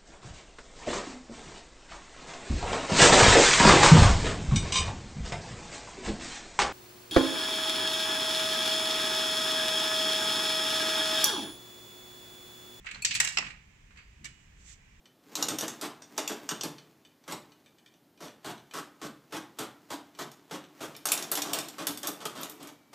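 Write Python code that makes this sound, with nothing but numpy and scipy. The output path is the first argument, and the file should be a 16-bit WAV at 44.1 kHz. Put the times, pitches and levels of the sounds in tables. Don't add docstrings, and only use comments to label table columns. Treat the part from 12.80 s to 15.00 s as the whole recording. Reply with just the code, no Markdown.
import sys
import numpy as np
from scipy import signal
from scipy.fft import rfft, irfft, next_fast_len
from scipy.io import wavfile

SR = 44100
rng = np.random.default_rng(int(sys.argv[2]) if len(sys.argv) > 2 else 0)


def wav_out(sig):
    wavfile.write(sys.argv[1], SR, np.round(np.clip(np.atleast_2d(sig).T, -1, 1) * 32767).astype(np.int16))


N = 97020
T = np.arange(SR * 2 // 3) / SR

# (frequency [Hz], level [dB])
RUMBLE_EQ = [(12, -38), (20, -4.5), (48, 1.5), (124, -9.5), (198, -11), (264, -20.5), (300, -18),
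             (347, -25.5), (450, -25.5), (580, -60), (990, -120)]
HISS_EQ = [(240, -35), (400, -7.5), (562, -9.5), (687, -8.5), (719, -9.5), (921, -6), (1060, -5),
           (1250, -7.5), (1440, -6), (1730, -0.5), (2470, 0.5), (4310, -14), (7400, -10), (9320, -26.5),
           (16000, -28)]
# (frequency [Hz], t60 [s])
ROOM_DECAY = [(300, 0.47), (2300, .43), (7500, 0.29), (10000, 0.14), (14000, 0.174)]
# (frequency [Hz], left-right likeness [0..1])
LIKENESS = [(60, .995), (150, 0.97), (300, 0.58), (650, 0), (1300, 0.11), (15000, 0)]
# (frequency [Hz], L-R [dB])
BODY_SHADOW = [(500, 0), (1200, -1), (2400, -8.5), (4400, -2), (8000, -1), (15000, 2.5)]

# (time [s], level [dB])
NUDGES = [(0.121, -54.5), (.17, -55), (.23, -54.5), (0.292, -48.5), (.35, -49.5), (.401, -49), (.52, -51.5),
          (.585, -49.5), (0.644, -48.5), (1.395, -53), (1.445, -55.5)]
SLIDE_ENVELOPE = [(1.5, -72), (1.63, -71.5), (1.74, -85.5), (1.80, -64.5), (1.84, -63), (1.88, -52),
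                  (1.935, -53), (1.965, -69.5), (2.05, -85.5)]
# (frequency [Hz], level [dB], t60 [s])
BOOM_MODES = [(128.6, -0.5, 0.49), (159.6, 0.5, 0.34), (200.6, -3, 0.38)]
# (frequency [Hz], level [dB])
NUDGE_EQ = [(30, -65), (80, 4), (130, 2.5), (210, 0.5), (330, -6.5), (700, -41), (2000, -94)]
SLIDE_EQ = [(300, -31), (1200, -12), (2000, -0.5), (3300, -3.5), (5000, -3.5), (6500, 3.5), (7800, 5),
            (9000, -19), (10500, -25.5), (14500, -26.5), (16000, -44.5)]
TAP_EQ = [(100, -33.5), (450, -19.5), (850, -16.5), (1400, -5), (1850, -1), (2550, 1), (3300, -10),
          (4200, -10), (5200, -19.5), (7700, -12.5), (8800, -28.5), (10500, -39), (15000, -48),
          (16000, -83)]
COVER_EQ = [(100, -21.5), (400, -17.5), (620, -11.5), (850, -2), (1050, -12), (1320, -2.5), (1600, -17.5),
            (2020, 2), (2300, -6), (2730, 7), (3300, -9), (4100, -7), (4750, -4), (5300, -0.5),
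            (6200, -11.5), (7630, -3.5), (8600, -24.5), (10500, -29.5), (14800, -42.5), (16000, -54)]
TICK_EQ = [(500, -21.5), (1500, -17), (2600, -16), (3400, -14), (4500, -12.5), (6000, -2.5), (7700, 6.5),
           (8800, -1.5), (13500, -24.5), (15000, -23), (16000, -19)]
CLACK_EQ = [(100, -36), (400, -25), (750, -13.5), (1300, -8.5), (1800, -1), (2700, -1), (3300, -5),
            (5000, -4), (6500, -3), (7800, 3), (8600, -9.5), (10300, -18.5), (14800, -26), (16000, -50)]

# (time [s], level [dB], t60 [s])
PING_HZ = [4250, 4635, 2922, 2922]
PINGS = [(0.1467, -38, 0.057), (1.174, -62, 0.51), (1.454, -59, 0.78), (1.612, -62.5, 0.49)]
# (frequency [Hz], level [dB], t60 [s])
CLICK_MODES = [(1780, -2, 0.086), (2280, 3, 0.092), (2865, -4, 0.091), (3700, -5.5, 0.085),
               (5990, 5.5, 0.039), (7448, -5, 0.053)]

# (time [s], level [dB], hollow body [dB], treble [dB], top edge [dB], t60 [s], L-R [dB])
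PLASTIC_TAPS = [(0.0454, -49, 9.5, -4, 7, 0.17, -1), (0.059, -47.5, -11, 5, 0, 0.078, 13),
                (0.066, -34.5, -7, -3.5, -11, 0.086, -2), (0.0867, -39, -1.5, -2, -8, 0.056, -1),
                (0.1111, -36.5, -6.5, 1, 4.5, 0.052, 2), (0.1447, -41, 6, 9.5, -12, 0.038, -3),
                (0.156, -43, 12.5, 6, -7, 0.044, -1), (.602, -37, -25, -16, -22, 0.16, 5),
                (0.6235, -38, 11, -13, -10, .08, 1), (0.645, -42, 4, -4, 3, 0.1, -3),
                (0.6651, -39, -4, -1, -5, 0.11, 0), (0.684, -51, 15, 5, 6, 0.2, -1),
                (.7035, -43, -26, -5.5, 0, 0.092, -4), (1.106, -56.5, 5.5, -4, -1, 0.14, -3),
                (1.159, -57.5, 7.5, 0, 1.5, .1, 1.5), (1.172, -51.5, -11, 1, 0.5, 0.13, -0.5),
                (1.187, -52.5, -1, -5, -16.5, 0.25, 3), (1.439, -57, 4, 2, 4, .05, 2.5)]
# (time [s], level [dB], hollow body [dB], treble [dB], top edge [dB], t60 [s],
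# treble damping [exponent], L-R [dB])
COVER_KNOCKS = [(0.5709, -20, -7.5, 0, -2.5, 0.061, .9, 1.5), (0.5837, -23, 4.5, 5, 0.5, 0.092, 1, -1)]

# (time [s], ring level [dB], tick over ring [dB])
SCREW_TINKS = [(0.2209, -36.5, -4), (0.2475, -39.5, -17), (.3410, -38.5, -4), (0.3519, -34.5, -6)]
# (level [dB], t60 [s])
TINK_HZ = [2390, 2540, 2700, 4360, 4600, 7560, 7740, 9650, 11920, 14630]
TINK_RING = [(2, 0.1), (-1, 0.24), (-9, .1), (1, 0.087), (-12.5, .12), (2.5, 0.051), (-7, 0.071), (-5, 0.1),
             (-12, .06), (-9.5, 0.033)]
SHAFT_MODE_HZ = [2705, 4359, 4635, 5932, 6007, 7558]
SHAFT_DB, SHAFT_T60_S = [-36, -41, -42, -40, -45.5, -34], [.25, .7, .9, .3, .6, .11]

# (time [s], level [dB], hollow body [dB], treble [dB], top edge [dB], t60 [s],
# treble damping [exponent], ring trim [dB], L-R [dB])
FRAME_CLACKS = [(0.2481, -18.5, -10.5, 3.5, -4, 0.1, 0.79, -12, 4),
                (0.309, -28, -14.5, -4.5, -20, 0.15, 0.4, -25, 0.5),
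                (0.3499, -26.5, -11, -4.5, -3.5, 0.18, 0.52, -5.5, 0),
                (0.4006, -16.5, -1, -4, 6, 0.07, 0.36, -6, 0.5), (.4418, -32.5, 16, 8, 4, .03, .2, -25, 15),
                (0.4467, -25.5, -4, -5.5, 7, 0.052, .35, -2.5, -2.5),
                (.4730, -27, -2, -1.5, -2.5, 0.048, .4, -12.5, -2.5),
                (.4850, -34, -1.5, 3, 0, 0.097, 0.18, -3.5, 1), (.521, -45, 2, 15, -3, 0.4, .1, -5, -0.5),
                (1.4440, -40.5, -0.5, 0, -2, 0.11, .1, -25.5, 1),
                (1.4535, -40.5, -3, -5.5, 1, 0.063, .35, -16, -3.5)]
# (level [dB], t60 [s])
SHEET_HZ = [1699, 1894, 2096, 2267, 2498, 2532, 2597, 2809, 3447, 3800, 4113, 5061, 5560, 6440, 6970, 7232,
            7425, 7836]
SHEET_RING = [(8, 0.092), (6.5, 0.22), (-14, .25), (-6.5, 0.52), (-9.5, 0.58), (-4, 0.25), (-19, 0.25),
              (-9, 0.66), (-23, .25), (-7, 0.25), (-12.5, 0.316), (-10.5, 0.32), (-0.5, .2), (8, 0.093),
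              (-18.5, 0.11), (-2.5, 0.19), (-11, 0.189), (-7.5, 0.12)]

HOLLOW_HZ, TREBLE_HZ, EDGE_HZ = 1450, 3380, 7200
ATTACK_S, HOLD_S, ROOM_RISE_S = 0.00068, 0.0035, 0.008
DAMPING_FROM_HZ = 2300
PAN_FROM_HZ, PHASE_SPREAD_RAD = 705, 1.8


def amp(db):
    return 10 ** (np.asarray(db) / 20)


def along(points, hz):
    freqs, values = np.transpose(points)
    return np.interp(np.log(hz + 1), np.log(freqs + 1), values)


def above(hz, corner_hz):
    return 1 / (1 + (corner_hz / (hz + 1)) ** 8)


def add(out, s, x):
    part = out[:, max(round(s * SR), 0):][:, :x.shape[-1]]
    part += x[..., :part.shape[1]]


def sides(pan_db, hz):
    balance_db = along(BODY_SHADOW, hz) + pan_db * above(hz, PAN_FROM_HZ)
    gains = amp(np.array([[.5], [-.5]]) * balance_db)
    return gains / np.sqrt(np.mean(gains ** 2, axis=0))


def noise(colour_db, pan_db, size):
    hz = np.fft.rfftfreq(size, 1 / SR)
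    width = np.arccos(np.clip(along(LIKENESS, hz), -1, 1)) / 2
    mid, side = rfft(rng.standard_normal((2, size))) * [np.cos(width), np.sin(width)]
    x = irfft(np.array([mid + side, mid - side]) * amp(colour_db(hz)) * sides(pan_db, hz), size)
    return x / np.sqrt(np.mean(x ** 2) + 1e-20)


def decay(x, t60_at):
    hz, t, spectrum = signal.stft(x, SR, nperseg=128)
    fade = amp(-60 * np.maximum(t - HOLD_S, 0) / t60_at(hz)[:, None])
    return signal.istft(spectrum * fade, SR)[1][:, :x.shape[1]]


def contact(eq, hollow_db, treble_db, edge_db, t60, damping, pan_db, room_db):
    colour = lambda hz: (along(eq, hz) + hollow_db * (1 - above(hz, HOLLOW_HZ))
                         + treble_db * above(hz, TREBLE_HZ) + edge_db * above(hz, EDGE_HZ))
    t60_at = lambda hz: t60 / np.maximum(hz / DAMPING_FROM_HZ, 1) ** damping
    burst = decay(noise(colour, pan_db, len(T)), t60_at) * (1 - np.exp(-T / ATTACK_S))
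    tail = decay(noise(colour, pan_db, len(T)), lambda hz: along(ROOM_DECAY, hz))
    return burst + amp(room_db) * tail * (1 - np.exp(-T / ROOM_RISE_S))


def ring(modes, pan_db):
    out = np.zeros((2, len(T)))
    for hz, db, t60 in modes:
        lag = PHASE_SPREAD_RAD * rng.uniform(-.5, .5) * above(hz, PAN_FROM_HZ) * np.array([[1], [-1]])
        wave = np.sin(2 * np.pi * (hz * T + rng.random()) + lag)
        out += sides(pan_db, np.array([hz])) * wave * amp(db + rng.standard_normal() - 60 * T / t60)
    return out * (1 - np.exp(-T / ATTACK_S))


def room_tone():
    rumble = amp(-58) * noise(lambda hz: along(RUMBLE_EQ, hz), pan_db=-4, size=N)
    hiss = amp(-63.5) * noise(lambda hz: along(HISS_EQ, hz), pan_db=-0.5, size=N)
    return rumble + hiss


def hand(rise_s=0.011, thud_t60=0.35):
    slide_db = np.interp(np.arange(N) / SR, *np.transpose(SLIDE_ENVELOPE), left=-120)
    out = amp(slide_db) * noise(lambda hz: along(SLIDE_EQ, hz), pan_db=-7.5, size=N)
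    for s, db in NUDGES:
        thud = noise(lambda hz: along(NUDGE_EQ, hz), pan_db=0, size=len(T)) * amp(-60 * T / thud_t60)
        boom = amp(-3) * ring(BOOM_MODES, pan_db=0)
        add(out, s, amp(db) * (thud + boom) * (1 - np.exp(-T / rise_s)))
    return out


def small_parts(click_s=1.4538):
    out = np.zeros((2, N))
    add(out, click_s, amp(-42.5) * ring(CLICK_MODES, pan_db=-6))
    for hz, (s, db, t60) in zip(PING_HZ, PINGS):
        add(out, s, ring([(hz, db, t60)], pan_db=-3.5))
    return out


def plastic_hits():
    out = np.zeros((2, N))
    for s, db, *tone, pan_db in PLASTIC_TAPS:
        add(out, s, amp(db) * contact(TAP_EQ, *tone, damping=0.18, pan_db=pan_db, room_db=-9.5))
    for s, db, *knock in COVER_KNOCKS:
        add(out, s, amp(db) * contact(COVER_EQ, *knock, room_db=-17))
    return out


def tip_and_shaft(shaft_struck_s=0.249):
    out = np.zeros((2, N))
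    for s, db, tick_db in SCREW_TINKS:
        tick = contact(TICK_EQ, hollow_db=0, treble_db=-5, edge_db=-4, t60=0.068,
                       damping=0.12, pan_db=4.5, room_db=-9)
        tink = ring(np.column_stack([TINK_HZ, TINK_RING]), pan_db=3)
        add(out, s, amp(db) * (tink + amp(tick_db) * tick))
    add(out, shaft_struck_s, ring(zip(SHAFT_MODE_HZ, SHAFT_DB, SHAFT_T60_S), pan_db=-4.5))
    return out


def frame_clatter(ring_db=-11.5, thin_hz=2100, thin_share=0.8):
    out = np.zeros((2, N))
    for s, db, hollow_db, *tone, trim_db, pan_db in FRAME_CLACKS:
        shelf = lambda hz: thin_share * hollow_db * (1 - above(hz, thin_hz))
        eq = [(hz, level + shelf(hz)) for hz, level in CLACK_EQ]
        modes = [(hz, level + shelf(hz), t60) for hz, (level, t60) in zip(SHEET_HZ, SHEET_RING)]
        clack = contact(eq, (1 - thin_share) * hollow_db, *tone, pan_db, room_db=-11.5)
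        add(out, s, amp(db) * (clack + amp(ring_db + trim_db) * ring(modes, pan_db)))
    return out


def scene():
    return frame_clatter() + plastic_hits() + tip_and_shaft() + small_parts() + hand() + room_tone()


def record(dry, top_hz=16000):
    size = next_fast_len(N + SR // 2)
    passband = np.fft.rfftfreq(size, 1 / SR) < top_hz
    return irfft(rfft(dry, size) * passband, size)[:, :N]


dry = scene()
out = record(dry)
wav_out(out)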